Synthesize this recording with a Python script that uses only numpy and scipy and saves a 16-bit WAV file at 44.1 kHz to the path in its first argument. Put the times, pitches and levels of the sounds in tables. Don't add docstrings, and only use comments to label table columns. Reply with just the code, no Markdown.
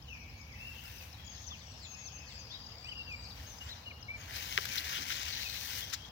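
import sys
import numpy as np
from scipy import signal
from scipy.fft import rfft, irfft, next_fast_len
from scipy.io import wavfile
from scipy.ndimage import uniform_filter1d, map_coordinates

SR = 44100
rng = np.random.default_rng(int(sys.argv[2]) if len(sys.argv) > 2 else 0)


def pcm_store(signal):
    levels = np.round(np.clip(np.atleast_2d(signal), -1, 1) * 32767)
    wavfile.write(sys.argv[1], SR, levels.astype(np.int16).T)


N = 269451

# f/Hz, likeness (1 = the same, 0 = unrelated)
FAR_LIKENESS = [(30, 0.86), (60, 0.98), (150, 0.97), (380, 0.9), (950, 0.32), (2380, -0.3), (5980, 0.14),
                (15000, 0.079)]


def birds():
    # t/s, length/s, first f/Hz, halfway f/Hz, last f/Hz, level/dB, growth/dB
    whistler_notes = [ (1.508, .05, 3600, 3250, 2400, -47, -9), (2.505, .075, 3300, 3780, 3850, -50, -2),
                      (2.835, .045, 2400, 2480, 2880, -48, 5), (2.885, .052, 2900, 3080, 2400, -45, -3),
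                      (2.955, .078, 2880, 2770, 2740, -46, 3), (3.075, .08, 2800, 2520, 2270, -46, 6),
                      (3.61, .05, 2880, 2890, 2960, -52, -7), (3.69, .05, 3450, 4040, 3500, -47, 0),
                      (3.857, .03, 2980, 2880, 2830, -43, 9), (3.908, .012, 2550, 2350, 2150, -45, -3),
                      (4.085, .08, 2210, 2350, 2250, -43, 0), (4.7, .045, 2450, 2350, 2290, -49, 0),
                      (5.26, .04, 2700, 2950, 3250, -48, 0), (5.33, .09, 3990, 3960, 3950, -47, -3),
                      (5.43, .17, 3880, 3900, 3950, -52, 0), (5.3, .4, 4400, 4330, 4400, -51, -5),
                      (5.43, .05, 3050, 2600, 2500, -45, 6), (5.545, .035, 2480, 2650, 2900, -49, 0),
                      (5.82, .028, 3420, 3320, 3130, -43, 2), (5.872, .015, 3450, 3500, 3480, -47, 0), ]
    warbler_notes = [ (.075, .105, 3000, 2520, 2270, -53, 0), (.2, .12, 2280, 2200, 2250, -62, 0),
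                     (.35, .085, 2290, 2290, 2280, -57, -3), (.48, .06, 2950, 2300, 2000, -55, 0),
                     (.55, .19, 2550, 2720, 2620, -53, -3), (.76, .1, 2940, 2950, 3000, -60, 0),
                     (.85, .07, 2820, 2600, 2280, -58, 0), (.95, .1, 2660, 2640, 2300, -59, 0),
                     (1.18, .12, 3320, 3330, 3310, -59, 0), (1.86, .54, 2570, 2580, 2600, -60, -11),
                     (5.96, .14, 3250, 3255, 3260, -57, -3), ]
    high_notes = [ (.195, .03, 5640, 5645, 5650, -54, 4), (.37, .06, 6500, 6550, 6600, -64, 0),
                  (.76, .04, 6370, 6360, 6350, -62, -8), (.92, .13, 5990, 5980, 5970, -59, -4),
                  (1.245, .095, 7150, 6540, 6340, -51, 4), (1.34, .11, 6340, 6450, 6950, -58, -4),
                  (1.469, .023, 6400, 5950, 4850, -43, -4), (1.5, .25, 8020, 7970, 7920, -74, 9),
                  (1.632, .018, 6250, 5700, 5050, -55, -2), (1.825, .125, 7440, 6600, 6370, -51, 11),
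                  (1.97, .1, 6770, 6400, 6270, -49, 5), (2.065, .025, 6350, 5800, 4780, -44, 0),
                  (2.12, .07, 6670, 6380, 6250, -51, 2), (3.235, .02, 6400, 6400, 6400, -59, -4),
                  (2.78, .12, 7450, 7650, 8050, -68, 0), (2.29, .08, 7650, 7600, 7500, -66, 0),
                  (2.385, .05, 7000, 6100, 5100, -52, -3), (2.65, .02, 6530, 5700, 4880, -59, 10),
                  (3.11, .14, 7450, 7520, 7960, -67, -5), (3.47, .08, 6440, 6240, 5700, -52, -5),
                  (3.57, .13, 7600, 7510, 7420, -67, 10), (4.17, .05, 6860, 6600, 6340, -56, 6),
                  (4.4, .04, 6500, 6515, 6530, -51, 6), (4.5, .06, 6630, 6400, 6180, -54, 0),
                  (4.67, .05, 7070, 6730, 6530, -54, 8), ]
    trill_notes = [(1.66, .07, 5680, 5780, 5800, -56, -2), (2.27, 1.07, 4870, 4740, 4690, -54.5, 0)]
    # t/s, length/s, first f/Hz, last f/Hz, level/dB
    falling_notes = [(0.232, 0.015, 4900, 3300, -57), (0.89, 0.02, 4240, 3330, -54),
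                     (1.13, 0.02, 4320, 3740, -52), (1.21, 0.02, 4120, 3100, -54),
                     (1.34, 0.05, 4670, 3050, -57), (1.56, 0.08, 5200, 2970, -55),
                     (1.793, 0.08, 5300, 3100, -52), (2.026, 0.075, 5200, 3070, -53),
                     (2.244, 0.085, 5500, 3050, -52), (2.496, 0.062, 4900, 2950, -52),
                     (3.246, 0.013, 5370, 4290, -43), (3.83, .015, 4700, 3900, -55),
                     (3.86, .015, 4500, 4100, -55), (3.495, .012, 4000, 3500, -54),
                     (3.305, 0.016, 4300, 3300, -46), (3.76, .015, 4300, 3900, -52),
                     (4.04, 0.02, 4120, 4200, -53), (4.32, 0.03, 4360, 3530, -48)]
    glides = [(start, length_s, first_hz, (first_hz + last_hz) / 2, last_hz, db, 0)
              for start, length_s, first_hz, last_hz, db in falling_notes]
    whistler = sing(whistler_notes, edge_s=.005, flutter_db=2.5, waver=.008)
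    warbler = sing(warbler_notes, edge_s=.012, flutter_db=2.5, waver=.018, pulse_hz=46, depth=.5)
    high = sing(high_notes, edge_s=.006, flutter_db=2, waver=.006)
    high += sing(trill_notes, edge_s=.01, flutter_db=2.5, waver=.01, pulse_hz=52, depth=.5)
    falling = sing(glides, edge_s=.008, flutter_db=2, waver=.012)
    crowd = sing(chatter(count=200, level_db=-61), edge_s=.008, flutter_db=1.5, waver=.012)
    ticks = ticking_bird(rise_hz=726, top_hz=5470, half_length_s=0.0047)
    # song, direct gain/dB, extra gain on the right/dB, delay on the right/s, echo gain/dB
    singers = [(whistler, 1.5, .8, -.00014, -9), (ticks, 5.5, -4, .0005, -6),
               (warbler, -4, 1.5, -.00014, 0), (high, -.6, 1.5, .0003, -4),
               (falling, -5.5, 3.5, -.0002, -2.5), (crowd, -6, 2.5, -.0001, 1.5)]
    direct = sum(amp(db) * ports(song, right_db, lag_s) for song, db, right_db, lag_s, _ in singers)
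    into_trees = sum(amp(echo_db) * song for song, *_, echo_db in singers)
    nearest_branches = amp(-1.5) * tree_echo(into_trees, fade_s=.12, count=2)
    return direct + nearest_branches + tree_echo(into_trees, fade_s=1.0, count=4)


def sing(notes, edge_s, flutter_db, waver, pulse_hz=0, depth=0):
    song = np.zeros(N)
    flutter = amp(flutter_db * wobble(100))
    drift = 1 + waver * wobble(220)
    throb_hz = pulse_hz * (1 + 0.21 * wobble(9.7))
    throb = 1 + depth * tone(throb_hz)
    for start, length_s, first_hz, half_hz, last_hz, db, growth_db in notes:
        begin, end = round((start - edge_s) * SR), round((start + length_s + edge_s) * SR)
        at = np.arange(max(begin, 0), min(end, N))
        fade = np.clip(np.minimum(at - at[0], at[-1] - at) / (2 * edge_s * SR), 0, 1)
        way = np.clip(2 * (at / SR - start) / length_s - 1, -1, 1)
        bend_hz = (first_hz + last_hz) / 2 - half_hz
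        pitch = half_hz + way * (last_hz - first_hz) / 2 + way ** 2 * bend_hz
        level_db = db + growth_db * way / 2 + 0.5 * way ** 2
        song[at] += np.sqrt(2) * amp(level_db) * fade * tone(pitch * drift[at])
    return song * flutter * throb


def ticking_bird(rise_hz, top_hz, half_length_s):
    # t/s, peak level/dB
    chirps = [(0.022, -51), (0.1381, -54), (0.2937, -55), (0.412, -51), (0.5252, -51), (0.6769, -50),
              (0.8535, -49), (0.9807, -49), (1.1278, -50), (1.2755, -48), (1.9445, -47), (2.1844, -49),
              (2.3521, -49), (2.376, -48), (2.4494, -51), (2.5521, -49), (2.6175, -49), (2.6609, -48),
              (2.7801, -50), (2.8904, -49), (3.0006, -52), (3.2974, -49), (2.7167, -47), (2.8414, -48),
              (2.9746, -46), (3.1218, -49), (3.5828, -47), (4.0257, -45)]
    song, t = np.zeros(N + SR), np.arange(SR // 20) / SR
    pitch = top_hz - rise_hz * np.exp(-t / half_length_s)
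    swell = np.sin(np.pi * np.clip(t / (2 * half_length_s), 0, 1))
    for start, db in chirps:
        detune = 1 + 0.021 * rng.standard_normal()
        song[round(start * SR):][:len(t)] += amp(db) * swell * tone(pitch * detune)
    return song[:N]


def chatter(count, level_db):
    when, pitch, softness, length, ending = rng.random((count, 5)).T
    first_hz = 3000 + 3600 * pitch
    last_hz = first_hz * (.7 + .17 * ending)
    return np.transpose([when * N / SR, .015 + .035 * length, first_hz, (first_hz + last_hz) / 2,
                         last_hz, level_db - 9 * softness, np.zeros(count)])


def tree_echo(sound, fade_s, count):
    t = np.arange(SR) / SR
    tails = rng.standard_normal((count, 2, len(t))) * amp(-60 * t / fade_s)
    shares = np.array([wobble(22) for _ in range(count)]) / np.sqrt(count)
    echo = sum(signal.fftconvolve((sound * share)[None], tail, axes=1)[:, :N]
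               for share, tail in zip(shares, tails))
    return echo / np.linalg.norm(tails[0, 0])


def sleeve():
    # f/Hz, gain/dB
    hand_shade = [(2000, 1), (5500, -10.5), (12000, 2.5)]
    grain = amp(2.5 * wobble(1200) + 1.2 * wobble(40))
    near, far = cloth_rubbing(grain)
    bursts = snaps_and_thumps(grain)
    far_share = lambda hz: np.sqrt(1 / (1 + (3000 / (hz + 1)) ** 4))
    right_rub = filtered(far, far_share) + filtered(near, lambda hz: np.sqrt(1 - far_share(hz) ** 2))
    right_rub = filtered(right_rub, lambda hz: amp(along(hand_shade, hz)))
    dull_bursts = filtered(bursts, lambda hz: 1 / (1 + 1j * hz / 2500))
    right = ports(right_rub + dull_bursts, right_db=2.0, lag_s=0.00053)[1]
    return np.array([near + bursts, right])


def cloth_rubbing(grain, low_hz=2500, fizz_hz=8000):
    # f/Hz, level/dB
    heard_spectrum = [(180, -26), (320, -22), (620, -24.5), (1060, -8.5), (1240, -14), (1460, -6),
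                      (1770, -5), (3080, 2), (3380, 0), (5820, 1.5), (8280, -13.5), (12000, -13),
                      (15100, -3), (16000, -14.5)]
    # t/s, gain/dB
    low_boost = [(1, 5.5), (3.5, 2.5), (4.2, 10), (4.4, 4), (4.6, 0), (4.8, 4.5), (4.95, 3.5), (5.1, 1),
                 (5.25, 0.5), (5.45, -1), (5.6, -1.5), (5.75, 1.5), (5.95, -1)]
    # t/s, level/dB, extra rasp gain/dB
    strokes = [
        [(0.48, -81, -3), (0.6, -62, -6.5), (0.91, -54, -7.5), (1.07, -57, -9), (1.22, -68.5, -1),
         (1.3, -79, 7), (1.43, -65.5, -8), (1.52, -81, 6)],
        [(3.18, -87, -4), (3.28, -67, -8), (3.4, -57, 0.5), (3.49, -59, -1), (3.55, -62.5, -2.5),
         (3.69, -61.5, 5.5), (3.78, -70.5, 7.5), (3.84, -68, -1), (3.94, -81, -5)],
        [(4.13, -76, -1), (4.18, -63.5, -0.5), (4.27, -58.5, -1.5), (4.37, -43.5, -2.5), (4.47, -50, 0.5),
         (4.54, -43.5, -0.5), (4.68, -48.5, 1.5), (4.76, -41.5, -1.5), (4.85, -46.5, -1.5), (4.9, -44, 0.5),
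         (5.05, -48.5, 2.5), (5.11, -44.5, 0), (5.16, -47, 4), (5.35, -49, 4.5), (5.5, -46.5, 0),
         (5.66, -43, -3.5), (5.73, -47.5, 1), (5.79, -40, -4.5), (5.86, -54, 2.5), (5.91, -49.5, 0),
         (5.99, -65.5, 9), (6.09, -67.5, 6.5)],
    ]
    slips = grain * stereo_noise(patchy_db=1.5)
    slips = filtered(slips, lambda hz: amp(along(heard_spectrum, hz)))
    low = filtered(slips, lambda hz: 1 / (1 + (hz / low_hz) ** 6))
    low_db, = curves(low_boost)
    slips += (amp(low_db) - 1) * low
    fizz = filtered(slips, lambda hz: 1 / (1 + (fizz_hz / (hz + 1)) ** 8))
    rasp = slips - fizz
    rub, t = np.zeros((2, N)), np.arange(N) / SR
    for stroke in strokes:
        level_db, rasp_db = curves(stroke)
        moving = (t > stroke[0][0]) & (t < stroke[-1][0])
        rub += moving * amp(level_db) * (fizz + amp(rasp_db) * rasp) / np.std(fizz)
    return rub


def snaps_and_thumps(grain):
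    # peak t/s, peak level/dB, lowest f/Hz, highest f/Hz, length/s
    bursts = [(1.519, -42.5, 800, 1410, 0.004), (4.356, -32, 2900, 7000, 0.006),
              (4.55, -39, 2500, 6900, 0.002), (4.5774, -5.5, 1300, 7000, 0.00006),
              (4.5778, -15.5, 1500, 2300, 0.00012), (4.581, -19.5, 1200, 5400, 0.0036),
              (4.583, -32, 304, 1260, 0.0056), (4.5863, -20, 890, 3970, 0.0015),
              (4.655, -21.5, 1380, 6900, 0.0032), (4.654, -24, 10700, 16100, 0.00091),
              (4.781, -19.5, 3200, 5260, 0.0056), (4.778, -58, 179, 415, 0.021),
              (4.998, -48.5, 150, 445, 0.029), (5.172, -51, 202, 470, 0.08),
              (4.893, -32, 1490, 6900, 0.0061), (4.956, -27, 2720, 3700, 0.025),
              (5.12, -23.5, 1470, 5530, 0.009), (5.104, -25.5, 1400, 4200, 0.0066),
              (5.218, -28.5, 3500, 6300, 0.0033), (5.932, -24.5, 1210, 6630, 0.011),
              (5.938, -21, 3520, 7200, 0.0095), (5.935, -33, 9900, 16000, 0.0088)]
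    sound, t = np.zeros(N + SR), np.arange(-SR // 20, SR // 20) / SR
    steepness = np.where(t < 0, 1.5, .75)
    for peak_s, db, low_hz, high_hz, length_s in bursts:
        push = rng.standard_normal(len(t)) * grain[:len(t)] if length_s > .0008 else 1
        burst = np.exp(-(steepness * t / length_s) ** 2) * push
        band = signal.butter(2, [low_hz, high_hz], btype="band", fs=SR, output="sos")
        burst = signal.sosfiltfilt(band, burst)
        sound[round(peak_s * SR) - SR // 20:][:len(t)] += amp(db) * burst / np.abs(burst).max()
    return sound[:N]


def traffic():
    # t/s, rumble level/dB, roar level/dB
    road_levels = [(0.0, -50.5, -61.5), (1.9, -52, -59.5), (2.8, -51.5, -57.5), (4.2, -51.5, -57.5)]
    # f/Hz, level/dB
    rumble_spectrum = [(18, -40), (30, -38), (50, -6.5), (75, 1), (189, -15.5), (259, -17.5), (400, -30),
                       (520, -81), (880, -120)]
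    roar_spectrum = [(220, -68), (380, -12), (496, -1.5), (565, -5), (824, -1.5), (1800, -10), (2340, -39),
                     (3960, -120)]
    rumble_db, roar_db = curves(road_levels)
    rumble_gain = amp(rumble_db - 1.0 + 0.2 * wobble(4.7))
    rumble = rumble_gain * stereo_noise(rumble_spectrum, FAR_LIKENESS, patchy_db=1.0)
    roar = amp(roar_db - 2.0) * stereo_noise(roar_spectrum, FAR_LIKENESS, patchy_db=1.08)
    return rumble + roar


def far_chorus():
    # t/s, level/dB
    chorus_levels = [(0.0, -63), (2.31, -57.5), (4.1, -63)]
    # f/Hz, level/dB
    chorus_spectrum = [(940, -70), (1600, -5), (2830, 0.5), (3040, -0.5), (4100, -5.5), (5140, 1),
                       (6260, -7), (7400, -13), (9620, -74), (16300, -120)]
    level_db, = curves(chorus_levels)
    return amp(level_db + 4.5) * stereo_noise(chorus_spectrum, FAR_LIKENESS, patchy_db=3.5)


def stereo_noise(spectrum=((1000, 0),), likeness=((1000, 0),), patchy_db=0):
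    cells = signal.stft(rng.standard_normal((2, N)), nperseg=512)[2]
    patches = uniform_filter1d(rng.standard_normal(cells.shape[1:]), size=5, axis=0)
    patches = uniform_filter1d(patches, size=8, axis=1)
    pair = signal.istft(cells * amp(patchy_db * unit(patches)), nperseg=512)[1][:, :N]
    spread = lambda hz: np.arccos(np.clip(along(likeness, hz), -1, 1)) / 2
    shares = lambda hz: [np.cos(spread(hz)), np.sin(spread(hz))]
    mid, side = filtered(pair, lambda hz: amp(along(spectrum, hz)) * shares(hz))
    return unit(np.array([mid + side, mid - side]))


def ports(sound, right_db, lag_s):
    right = lambda hz: amp(right_db) * np.exp(-2j * np.pi * hz * lag_s)
    return filtered(np.array([sound, sound]), lambda hz: np.array([np.ones_like(hz), right(hz)]))


def filtered(sound, response):
    size = next_fast_len(N + SR // 2)
    return irfft(rfft(sound, size) * response(np.fft.rfftfreq(size, 1 / SR)), size)[..., :N]


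def tone(hz):
    return np.sin(2 * np.pi * np.cumsum(hz) / SR)


def wobble(rate):
    return map_coordinates(rng.standard_normal(int(N * rate / SR) + 4), [np.arange(N) * rate / SR])


def curves(rows):
    times, *columns = np.transpose(rows)
    return [np.interp(np.arange(N) / SR, times, column) for column in columns]


def along(points, hz):
    freqs, values = np.transpose(points)
    return np.interp(np.log(hz + 1), np.log(freqs + 1), values)


def amp(db):
    return 10 ** (np.asarray(db) / 20)


def unit(x):
    return x / np.sqrt(np.mean(x ** 2) + 1e-20)


def scene():
    return birds() + traffic() + far_chorus() + sleeve()


def record(dry):
    # f/Hz, gain/dB
    right_shade = [(300, 0.5), (1300, -0.5), (2400, -5), (4400, -10), (8000, -19), (15000, -16)]
    # f/Hz, level/dB
    hiss_spectrum = [(3000, -26), (7500, -15), (10000, -9), (15500, 0.5)]
    shaded = filtered(dry, lambda hz: np.array([np.ones_like(hz), amp(along(right_shade, hz))]))
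    hiss = amp(-66.5) * stereo_noise(hiss_spectrum, patchy_db=3.5)
    return filtered(shaded + hiss, lambda hz: hz < 16000)


dry = scene()
out = record(dry)
pcm_store(out)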